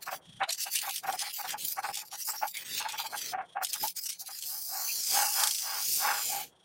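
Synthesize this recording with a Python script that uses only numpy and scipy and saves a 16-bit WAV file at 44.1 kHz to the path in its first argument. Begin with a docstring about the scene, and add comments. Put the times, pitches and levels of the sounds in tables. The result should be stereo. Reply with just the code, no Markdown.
"""In a workshop, a steel blade meets a motor-driven brush wheel: sped-up passes, then one stroke at
natural speed. Countless bristle impacts excite the modes of the blade and merge into a hiss; caught tufts
snap off its edge as sharp ticks. Pushed in, the blade chatters with a rasp and a hollow ring, and now and
then friction draws a brief whistle from it. Underneath run the hum of the motor, the whirr of its bearing,
the air dragged round by the wheel and a few soft, low bumps."""
import sys
import numpy as np
from scipy import signal
from scipy.fft import rfft, irfft
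from scipy.io import wavfile
from scipy.ndimage import uniform_filter1d, map_coordinates

SR = 44100
rng = np.random.default_rng(int(sys.argv[2]) if len(sys.argv) > 2 else 0)


def pcm_store(signal):
    """Save signal as 16-bit PCM."""
    levels = np.round(np.clip(np.atleast_2d(signal), -1, 1) * 32767)
    wavfile.write(sys.argv[1], SR, levels.astype(np.int16).T)


N = 292824
TIME = np.arange(N) / SR
BIN_HZ = np.maximum(np.arange(N // 2 + 1) * SR / N, 1)
TURN_HZ, CUTOFF_HZ = 26.95, 16000   # rotation rate of the wheel; upper limit of the sound

# Line spectrum of the motor. Each row: frequency in Hz, level in dB.
HUM_LINES = [(120, -84.5), (168, -82.5), (183, -81.5), (362, -83), (836, -86.5)]
# Resonances of the bearing. Each row: frequency in Hz, bandwidth in Hz, gain in dB.
BEARING_MODES = [(1890, 250, -10), (3290, 150, 11), (5560, 140, -4.5), (8950, 500, -3.5)]
# Envelope of the bearing's whirr. 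Each row: time in seconds, level in dB.
WHIRR_LEVELS = [(0, -80), (.2, -82), (.24, -59.5), (.4, -56.5), (.48, -89), (3.3, -79), (3.38, -75.5),
                (3.53, -59.5), (3.62, -89), (6.5, -73.5), (6.64, -66.5)]
# Spectrum of the draught and of the blade's rumble. Each row: frequency in Hz, relative level in dB.
RUMBLE_SPECTRUM = [(20, -36), (55, -6), (120, 2.5), (180, -1.5), (260, -0.5), (370, 1), (500, 4.5),
                   (900, 3.5), (2000, -11.5), (6000, -53)]
# Envelope of the air dragged round by the wheel. Each row: time in seconds, level in dB.
DRAUGHT_LEVELS = [(0, -61.5), (0.35, -74), (0.55, -76.5), (1.0, -76.5), (1.6, -66.5), (2.05, -72.5),
                  (2.5, -79.5), (2.8, -66), (3.4, -62.5), (3.7, -73.5), (4.3, -74.5), (4.9, -70.5),
                  (5.2, -67), (5.6, -65.5), (6.1, -66), (6.64, -74)]
# Pace of the sound. Each row: time in seconds, pace from 1 (rapid, sped-up passes)
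# to 0 (long stroke at natural speed).
PACE = [(4.35, 1), (4.47, 0)]
# Sped-up passes over the wheel. Each row: start in seconds, length in seconds, mid-band level in dB,
# growth over the pass in dB, coarse bite and fine sheen in dB relative to the mid band.
QUICK_PASSES = [(0.025, 0.0054, -45.5, 1, -3, 0), (0.061, 0.035, -51.5, -4, -7, -2),
                (0.117, 0.049, -47.5, -3, -3.5, 1), (0.437, 0.0016, -50.5, -5, 17, -35),
                (0.49, 0.016, -42, 8, 1.5, -18), (0.526, 0.028, -40, -8, -14, -11.5),
                (0.586, 0.054, -36, 4.5, -10.5, -4.5), (0.665, 0.024, -47.5, -3, 2, -2),
                (0.704, 0.036, -40.5, 12.5, -11.5, 0), (0.752, 0.055, -39.5, -16, -5.5, -3),
                (0.815, 0.125, -46.5, -1.5, 0, 3.5), (0.945, 0.05, -43.5, -9, -10, -1),
                (1.037, 0.014, -54.5, -5, -4, -2), (1.068, 0.088, -48, 1, -4, 0),
                (1.17, 0.049, -40, 17.5, -7, -13), (1.24, 0.075, -44.5, -5, 0, -5.5),
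                (1.334, 0.078, -43.5, 0.5, -6, 3), (1.432, 0.058, -49.5, -6, -5, -4),
                (1.472, 0.022, -47, 8, 2.5, 2), (1.507, 0.029, -40.5, -10, -1.5, -8),
                (1.583, 0.07, -44, 4, -3.5, -1), (1.651, 0.084, -41.5, -1, -12, 4.5),
                (1.758, 0.048, -50.5, -2, -23, -6), (1.835, 0.079, -47, -3.5, -6.5, -6),
                (1.93, 0.088, -44, 4, -5.5, -5), (2.053, 0.03, -56.5, 4, -15, 1),
                (2.116, 0.039, -44, 5, -7, -10), (2.179, 0.05, -44, 3.5, -11, 1),
                (2.253, 0.051, -39.5, 3.5, -22, 1.5), (2.313, 0.15, -50, -6, -9, 3),
                (2.472, 0.045, -48.5, -7, -14, 4.5), (2.544, 0.087, -49, -3, 1.5, 1.5),
                (2.651, 0.14, -42.5, 13, -1.5, -4), (2.797, 0.09, -49.5, -15, 3.5, -11),
                (2.887, 0.078, -48, -8.5, 2.5, -8), (2.983, 0.039, -41, -2, 2, -2.5),
                (3.042, 0.028, -44.5, 7.5, -3, -4), (3.1, 0.067, -49.5, 2, -8, -4.5),
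                (3.169, 0.15, -41, -3, -5.5, -6), (3.636, 0.0055, -37.5, -2.5, -10, 2),
                (3.69, 0.018, -41, 3, -14, -5), (3.724, 0.034, -43, 6, -3.5, -1),
                (3.779, 0.052, -42, 6, -9.5, -1), (3.828, 0.08, -40.5, -8.5, -10, 2),
                (3.968, 0.025, -38, -0.5, -15.5, -2), (4.013, 0.035, -44, 5, -21, 1),
                (4.06, 0.01, -34.5, -2, -15, -9), (4.093, 0.027, -38.5, -8, -10.5, -8),
                (4.116, 0.046, -49.5, -10, -7, -10), (4.195, 0.027, -43, 0, -20.5, -2),
                (4.247, 0.035, -50.5, 14, -8, 0), (4.305, 0.09, -45.5, 2, -12.5, -2.5)]
# The long stroke. Each row: time in seconds, mid-band level in dB, bite and sheen in dB relative to it.
LONG_STROKE = [(4.41, -46.5, -15, -4), (4.48, -41.5, -17, 2), (4.62, -45, -22, 3.5),
               (4.78, -39.5, -29, -0.5), (4.88, -37, -16, 0), (5.039, -35.5, -18, -7),
               (5.158, -29, -10, -4), (5.31, -35.5, -12.5, -1.5), (5.41, -31.5, -12, -2),
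               (5.54, -36, -17.5, -6.5), (5.73, -39.5, -9, -3), (5.94, -32.5, -15.5, -0.5),
               (6.14, -38.5, -7, -3), (6.3, -35, -10.5, -3.5), (6.428, -46.5, 0.5, 3.5),
               (6.5, -67.5, -6, -7)]
# Spectrum of bristles striking steel. Each row: frequency in Hz, relative level in dB.
HISS_SPECTRUM = [(500, -40), (1400, -11), (2300, -2), (3300, 0.5), (4100, -1), (4900, 1), (6200, -1.5),
                 (7000, -1.5), (8500, -2.5), (9400, 1), (10800, 4), (13500, 8), (16000, 6.5)]
# Modes of the blade. Each row: frequency in Hz, bandwidth in Hz, relative gain in dB.
BLADE_MODES = [(4290, 110, -17.5), (4970, 160, 1), (5740, 42, -5.5), (6160, 160, 4), (7100, 110, -7.5),
               (8660, 110, 0.5), (14300, 140, -18)]
# Pushes into the wheel. Each row: time in seconds, relative levels of rasp and ring in dB, pitch in Hz.
PUSHES = [(0.086, -37, -42.5, 779), (0.133, -39, -35.5, 755.8), (0.423, -31, -29.5, 793),
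          (0.437, -36.5, -39.5, 805.6), (0.492, -50, -43, 713), (0.675, -46, -42, 801),
          (0.849, -41.5, -46.5, 835), (0.886, -42.5, -36, 795.2), (1.052, -41.5, -38, 780),
          (1.091, -36, -28, 792.1), (1.142, -45.5, -36, 787), (1.231, -45, -41, 825),
          (1.277, -50.5, -44.5, 817), (1.405, -44, -38.5, 837), (1.455, -41, -40, 791),
          (1.548, -42.5, -35.5, 852.3), (1.787, -36, -35, 805), (1.851, -34, -37, 834),
          (1.894, -42.5, -35.5, 807), (1.983, -59, -49, 833), (2.03, -56, -50.5, 849),
          (2.141, -47.5, -41, 830.2), (2.295, -41.5, -46.5, 881.2), (2.348, -46.5, -42.5, 861),
          (2.435, -36.5, -31, 838), (2.453, -44, -33.5, 830.5), (2.817, -41.5, -41, 874),
          (2.861, -40, -33.5, 883), (2.889, -50, -44, 884.4), (2.948, -43, -40, 876),
          (3.003, -41.5, -39, 873), (3.055, -47, -36.5, 851), (3.145, -38, -36.5, 809),
          (3.346, -38, -30, 795.5), (3.392, -41, -32.5, 780.3), (3.412, -43, -40, 780),
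          (3.439, -55, -49, 710), (3.575, -38.5, -29.5, 791), (3.624, -37.5, -34, 789.3),
          (3.763, -49.5, -51.5, 874.4), (3.849, -46, -31, 872.2), (4.228, -64.5, -55, 777),
          (4.3, -50.5, -50, 796), (4.547, -58.5, -57.5, 808), (4.768, -49.5, -45, 795),
          (4.83, -50.5, -57, 800), (5.204, -34.5, -31, 825), (5.274, -49.5, -42.5, 835),
          (5.42, -36, -38, 846.5), (5.706, -43, -46, 821.7), (5.77, -45.5, -47.5, 835),
          (6.085, -31, -33, 833.7), (6.166, -41, -50, 837), (6.36, -51, -38, 813)]
# Spectrum of the chattering contact. Each row: frequency in Hz, relative level in dB.
RASP_SPECTRUM = [(200, -32), (480, -13), (640, -4), (900, 5.5), (1120, -1.5), (1600, 3.5), (1900, -1.5),
                 (2350, -7), (2650, -4), (3400, -28), (4500, -41), (8000, -77)]
# Resonances of the rasp. Each row: frequency in Hz, bandwidth in Hz, relative gain in dB.
RASP_MODES = [(1132, 53, 5), (1242, 6.8, 9), (1416, 47, -1), (1445, 7.3, -8.5), (1598, 12, 0.5),
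              (2240, 32, 4.5)]
# Soft bumps. Each row: centre in seconds, half length in seconds, level in dB, upper band edge in Hz.
LOW_BUMPS = [(0.157, 0.018, -59, 500), (0.294, 0.018, -54, 233), (0.372, 0.026, -56.5, 231),
             (1.106, 0.045, -53.5, 640), (1.54, 0.063, -58.5, 560), (1.647, 0.013, -52.5, 350),
             (1.9, 0.017, -53.5, 530), (2.731, 0.052, -58, 451), (3.317, 0.089, -58, 530),
             (3.833, 0.02, -52, 405), (5.155, 0.03, -53.5, 526), (5.95, 0.07, -59.5, 494),
             (6.331, 0.11, -57, 563)]
# Tufts catching the edge. Each row: start in seconds, relative level in dB.
TUFT_SNAPS = [(0.4919, -30), (0.505, -27), (0.5268, -24), (0.6397, -40), (0.7573, -24.5), (0.7663, -30.0),
              (0.7874, -25), (0.817, -28.5), (0.893, -28.5), (0.908, -31.5), (0.9601, -25), (0.98, -30),
              (1.1254, -30.0), (1.192, -27.5), (1.215, -34), (1.505, -27), (1.9425, -30.0), (1.9536, -28.5),
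              (1.9718, -29), (2.4783, -33), (2.569, -28.0), (2.7971, -28.5), (2.8984, -41), (2.922, -31.0),
              (3.647, -21.5), (3.6686, -32), (3.7317, -24), (3.739, -26.5), (3.862, -44), (3.879, -24.5),
              (4.128, -34), (4.4235, -31.5), (4.4363, -35), (5.398, -24)]
# Whistles of the edge. Each row: centre and half length in seconds, pitch in Hz, relative level in dB.
WHISTLES = [(0.497, 0.004, 4250, -34), (0.528, 0.0042, 5790, -33.5), (0.777, 0.014, 2870, -38.5),
            (2.225, 0.01, 5700, -43), (2.287, 0.014, 5240, -42.5), (2.302, 0.019, 7600, -43),
            (2.388, 0.021, 5590, -46.5), (2.572, 0.018, 2256, -46), (4.901, 0.012, 2580, -43.5),
            (5.947, 0.012, 9244, -38)]
# Stereo width. Each row: frequency in Hz, side level in dB relative to the mid signal.
STEREO_WIDTH = [(60, -24), (300, -24), (700, -16), (1300, -12), (2500, -16), (14000, -15)]


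def from_db(db):
    """Amplitude grows tenfold for every 20 dB."""
    return 10 ** (np.asarray(db) / 20)


def unit_rms(x):
    """Normalisation to an rms of 1."""
    return x / np.sqrt(np.mean(x ** 2) + 1e-20)


def in_time(rows):
    """Linear interpolation gives each column of a curve at every sample."""
    times, *columns = np.transpose(rows)
    return [np.interp(TIME, times, column) for column in columns]


def colour(points):
    """A spectral envelope: gain per bin, interpolated in dB over log frequency."""
    hz, db = np.transpose(points)
    return from_db(np.interp(np.log(BIN_HZ), np.log(hz), db))


def resonances(modes):
    """Superposition: the responses of damped modes add in each frequency bin."""
    return sum(from_db(db) / (1 + 1j * hz / width * (BIN_HZ / hz - hz / BIN_HZ))
               for hz, width, db in modes)


def filtered(x, response):
    """Filtering multiplies the spectrum by a response; the result has rms 1."""
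    return unit_rms(irfft(rfft(x) * response, N))


def noise(response):
    """White noise takes on the spectrum of its filter."""
    return filtered(rng.standard_normal(N), response)


def drift(rate_hz):
    """Low-passed noise of rms 1 serves as a slow random modulation."""
    step, points = 16, 32768
    hz = np.fft.rfftfreq(points, step / SR)
    slow = irfft(rfft(rng.standard_normal(points)) / (1 + (hz / rate_hz) ** 4))
    return np.interp(TIME, np.arange(points) * step / SR, unit_rms(slow))


def evened(x):
    """Division by the running rms, taken over some 30 ms, leaves only grain and colour to vary."""
    power = uniform_filter1d(uniform_filter1d(x ** 2, size=1300), size=900)
    return x / np.sqrt(power + 1e-9)


def swell(at_s, half_s, skew=0):
    """A Gaussian bell of power; skew makes it rise faster than it falls."""
    age = (TIME - at_s) / half_s + skew
    return np.exp(-np.minimum((age / (1 + skew * np.sign(age))) ** 2, 60))


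def wheel_wobble(depth_db):
    """Amplitude modulation: the uneven wheel presses harder once a turn."""
    turns = np.cumsum(TURN_HZ * (1 + 0.024 * drift(1.5))) / SR
    return from_db(depth_db * np.cos(2 * np.pi * turns))


def motor_hum(waver_db):
    """The motor radiates a line spectrum, each line wavering in level and phase."""
    hum = 0
    for hz, db in HUM_LINES:
        amplitude = np.sqrt(2) * from_db(db + waver_db * drift(6.8))
        hum = hum + amplitude * np.sin(2 * np.pi * hz * TIME + 1.23 * drift(8.6))
    return hum


def bearing_whirr(floor_db):
    """Noise excites the bearing's resonances, which stand above a broad floor of hiss."""
    response = np.hypot(abs(resonances(BEARING_MODES)), from_db(floor_db)) / (1 + (BIN_HZ / 10500) ** 8)
    level_db, = in_time(WHIRR_LEVELS)
    return from_db(level_db) * noise(response) * wheel_wobble(depth_db=4.5)


def wheel_draught(gust_db):
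    """Air dragged round by the wheel gives gusty low-frequency noise."""
    level_db, = in_time(DRAUGHT_LEVELS)
    return from_db(level_db + gust_db * drift(9)) * noise(colour(RUMBLE_SPECTRUM))


def bristle_strikes(per_s, spread_db):
    """Shot noise: single bristles hit at random, a few much harder than the rest."""
    sizes = from_db(spread_db * np.minimum(rng.exponential(1, N), 5)) * rng.choice([-1, 1], N)
    return sizes * (rng.random(N) < per_s / SR)


def snags(per_s, decay_s, height):
    """Small tufts snag at random; each jump of force relaxes exponentially."""
    jumps = (rng.random(N) < per_s / SR) * rng.uniform(.4, 1, N)
    return height * signal.lfilter([1], [1, -np.exp(-1 / (decay_s * SR))], jumps + 1e-18)


def blade_reflection(x, share, swing_s):
    """Comb filtering: a reflection off the moving blade slides ripples through the spectrum."""
    delay_s = 0.001049 + swing_s * drift(1.34)
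    reflected = map_coordinates(x, [(TIME - delay_s) * SR], order=3, mode="wrap")
    return unit_rms(x + share * reflected)


def wandering_modes(x, quick_db, slow_db):
    """Groups of blade modes wax and wane as the contact point slides across their nodes."""
    pace, = in_time(PACE)
    edges_hz = np.r_[0, np.linspace(2000, 15600, 29) + rng.uniform(-110, 110, 29), SR]
    spectrum, bands = rfft(x), 0
    for low, high in zip(edges_hz, edges_hz[1:]):
        gain = from_db(quick_db * pace * drift(10) + slow_db * (1 - pace) * drift(3.5))
        bands = bands + gain * irfft(spectrum * (BIN_HZ >= low) * (BIN_HZ < high), N)
    return unit_rms(bands)


def contact_gains(grab_db_per_s, slip_db_per_s):
    """Passes take hold and slip off; being incoherent, they add in power in each of three bands."""
    def gate_db(start, end):
        return -grab_db_per_s * np.maximum(start - TIME, 0) - slip_db_per_s * np.maximum(TIME - end, 0)
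    mid_db, bite_db, sheen_db = in_time(LONG_STROKE)
    stroke_db = np.maximum(mid_db + gate_db(LONG_STROKE[0][0], LONG_STROKE[-1][0]), -150)
    power = from_db(stroke_db + np.array([bite_db, np.zeros(N), sheen_db])) ** 2
    for start, length, db, growth, bite, sheen in QUICK_PASSES:
        gate = gate_db(start, start + length)
        near = gate > -60
        progress = np.clip((TIME[near] - start) / length, 0, 1) - .5
        envelope = from_db(db + growth * progress + gate[near])
        power[:, near] += np.outer(from_db([bite, 0, sheen]), envelope) ** 2
    return np.sqrt(power)


def bristle_hiss(quick_grain_db, slow_grain_db, flutter_db, gain_db):
    """Dense impacts excite the steel; each pass has its own mix of coarse bite and fine sheen."""
    pace, = in_time(PACE)
    grain_db = (slow_grain_db + (quick_grain_db - slow_grain_db) * pace) * drift(380)
    grit = 1 + pace * snags(per_s=45, decay_s=.002, height=1.3)
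    force = evened(from_db(grain_db + flutter_db * pace * drift(35)) * grit)
    steel = colour(HISS_SPECTRUM) * (1 + 0.44 * resonances(BLADE_MODES))
    rub = filtered(bristle_strikes(per_s=22000, spread_db=3.0), steel)
    rub = blade_reflection(rub, share=.28, swing_s=.0002)
    rub = wandering_modes(rub, quick_db=4.2, slow_db=2.5)
    coarse = 1 / (1 + (BIN_HZ / 4150) ** 24)
    fine = 1 / (1 + (9000 / BIN_HZ) ** 10)
    bands = np.array([coarse, 1 - coarse - fine, fine]) * (BIN_HZ < CUTOFF_HZ)
    gains = contact_gains(grab_db_per_s=1507, slip_db_per_s=951)
    hiss = sum(evened(filtered(rub, band)) * gain for band, gain in zip(bands, gains))
    return from_db(gain_db) * hiss * force * wheel_wobble(depth_db=0.97)


def rough_tone(carrier, width_hz):
    """Random modulation of amplitude and phase widens a complex tone into a narrow band of noise."""
    return np.real((drift(width_hz) + 1j * drift(width_hz)) * carrier)


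def blade_shudder(jolt_half_s, lean_half_s, rough_db, ring_db, rasp_db, rumble_db):
    """Friction chatter: a rasp, a faint rumble and a hollow ring pitched by where the blade is held."""
    rasp_power, ring_power, weighted_hz = 0, 0, 0
    for at_s, rasp_level, ring_level, hz in PUSHES:
        # a push sounds as a jolt when sped up, as a slow lean at natural speed
        pace = np.interp(at_s, *np.transpose(PACE))
        half_s = lean_half_s + (jolt_half_s - lean_half_s) * pace
        push = swell(at_s, half_s, skew=0.16 * pace)
        bend = 1 - .07 * np.clip((at_s - TIME) / half_s - .5, 0, 1)   # pitch rises as contact stiffens
        rasp_power += push * from_db(rasp_level) ** 2
        ring_push = push * from_db(ring_level) ** 2
        ring_power += ring_push
        weighted_hz += ring_push * hz * bend
    phase = 2 * np.pi * np.cumsum(weighted_hz / ring_power) / SR
    main_mode, lower_mode = (rough_tone(np.exp(1j * ratio * phase), width_hz=50.4) for ratio in (1, .79))
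    ring = from_db(ring_db) * evened(main_mode + from_db(-19.5) * lower_mode)
    response = colour(RASP_SPECTRUM) * (1 + 1.28 * resonances(RASP_MODES))
    rasp = from_db(rasp_db) * evened(filtered(bristle_strikes(per_s=3500, spread_db=2.0), response))
    rumble = from_db(rumble_db) * noise(colour(RUMBLE_SPECTRUM))
    chatter = unit_rms(from_db(rough_db * drift(173)))
    return chatter * (ring * np.sqrt(ring_power) + (rasp + rumble) * np.sqrt(rasp_power))


def low_bumps():
    """Short swells of low-passed noise are heard as dull bumps."""
    body = colour([(25, -15.5), (70, -11), (130, -0.5), (200, -2.0), (300, -2.5), (700, 8.5)])
    return sum(from_db(db) * np.sqrt(swell(at_s, half_s)) * noise(body / (1 + (BIN_HZ / edge_hz) ** 6))
               for at_s, half_s, db, edge_hz in LOW_BUMPS)


def tuft_ticks(tail_s, tail_db, gain_db, catch_s, catch_turns):
    """Sudden release is broadband: a caught tuft snaps off the edge with a crack and a bright spray."""
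    single = [(start, db, .0042) for start, db in TUFT_SNAPS]
    # one tuft catches again on every turn, less each time
    repeated = [(catch_s + turn / TURN_HZ, -16.5 - 2.85 * turn, .004) for turn in range(catch_turns)]
    envelope = np.zeros(N)
    age = np.arange(SR // 20) / SR
    attack = 1 - np.exp(-age / .0003)
    for start, db, decay_s in single + repeated:
        at = int(start * SR)
        shape = attack * (np.exp(-age / decay_s) + from_db(tail_db) * np.exp(-age / tail_s))
        envelope[at:at + len(age)] += from_db(db + gain_db) * shape[:N - at]
    spray = noise(colour([(1000, -40), (2200, -1.5), (3200, 6), (6000, 5.0), (9000, 7.0),
                          (13000, -1.0), (16000, -35), (18000, -49)]))
    return envelope * blade_reflection(spray, share=0.31, swing_s=0.000362)


def edge_whistles(width_hz, gain_db):
    """Friction drives single blade modes into short, rough whistles."""
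    carriers = sum(from_db(db + gain_db) * np.sqrt(swell(at_s, half_s)) * np.exp(2j * np.pi * hz * TIME)
                   for at_s, half_s, hz, db in WHISTLES)
    return rough_tone(carriers, width_hz)


def workshop_reverb(x, t60_s, dull_hz):
    """Diffuse reflections form an exponentially decaying tail, duller than the direct sound."""
    age = np.arange(SR // 2) / SR
    tail = rng.standard_normal(len(age)) * from_db(-60 * age / t60_s) * (age > .004)
    tail /= np.sqrt(np.sum(tail ** 2))
    tail = signal.sosfilt(signal.butter(1, dull_hz, fs=SR, output="sos"), tail)
    return signal.fftconvolve(x, tail)[:N]


def stereo_image(mid):
    """A side signal in quadrature makes the image flicker in the sped-up passes; then it is centred."""
    pace, = in_time(PACE)
    quadrature, side = 1j * rfft(mid) * colour(STEREO_WIDTH), 0
    edges_hz = np.geomspace(60, 16000, 13)
    for low, high in zip(edges_hz, edges_hz[1:]):
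        side = side + drift(8.4) * irfft(quadrature * (BIN_HZ >= low) * (BIN_HZ < high), N)
    return np.array([mid + pace * side, mid - pace * side])


def scene():
    """Sound pressures add: the blade close by, its reverberation, and the machine underneath."""
    blade = bristle_hiss(quick_grain_db=0.5, slow_grain_db=1.0, flutter_db=1.5, gain_db=0.42)
    blade += blade_shudder(jolt_half_s=0.011, lean_half_s=0.0409, rough_db=1.5,
                           ring_db=0.04, rasp_db=1.5, rumble_db=-22)
    blade += tuft_ticks(tail_s=0.027, tail_db=-18.5, gain_db=-2.0, catch_s=5.4355, catch_turns=6)
    blade += edge_whistles(width_hz=240, gain_db=4.0)
    room = from_db(-19.5) * workshop_reverb(blade, t60_s=0.11, dull_hz=2500)
    machine = motor_hum(waver_db=2.2) + bearing_whirr(floor_db=-14) + wheel_draught(gust_db=4.0)
    return stereo_image(blade + room + machine + low_bumps())


def record(dry):
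    """A steep low-pass filter removes the highest treble."""
    return irfft(rfft(dry) / (1 + (BIN_HZ / CUTOFF_HZ) ** 300), N)


dry = scene()
out = record(dry)
pcm_store(out)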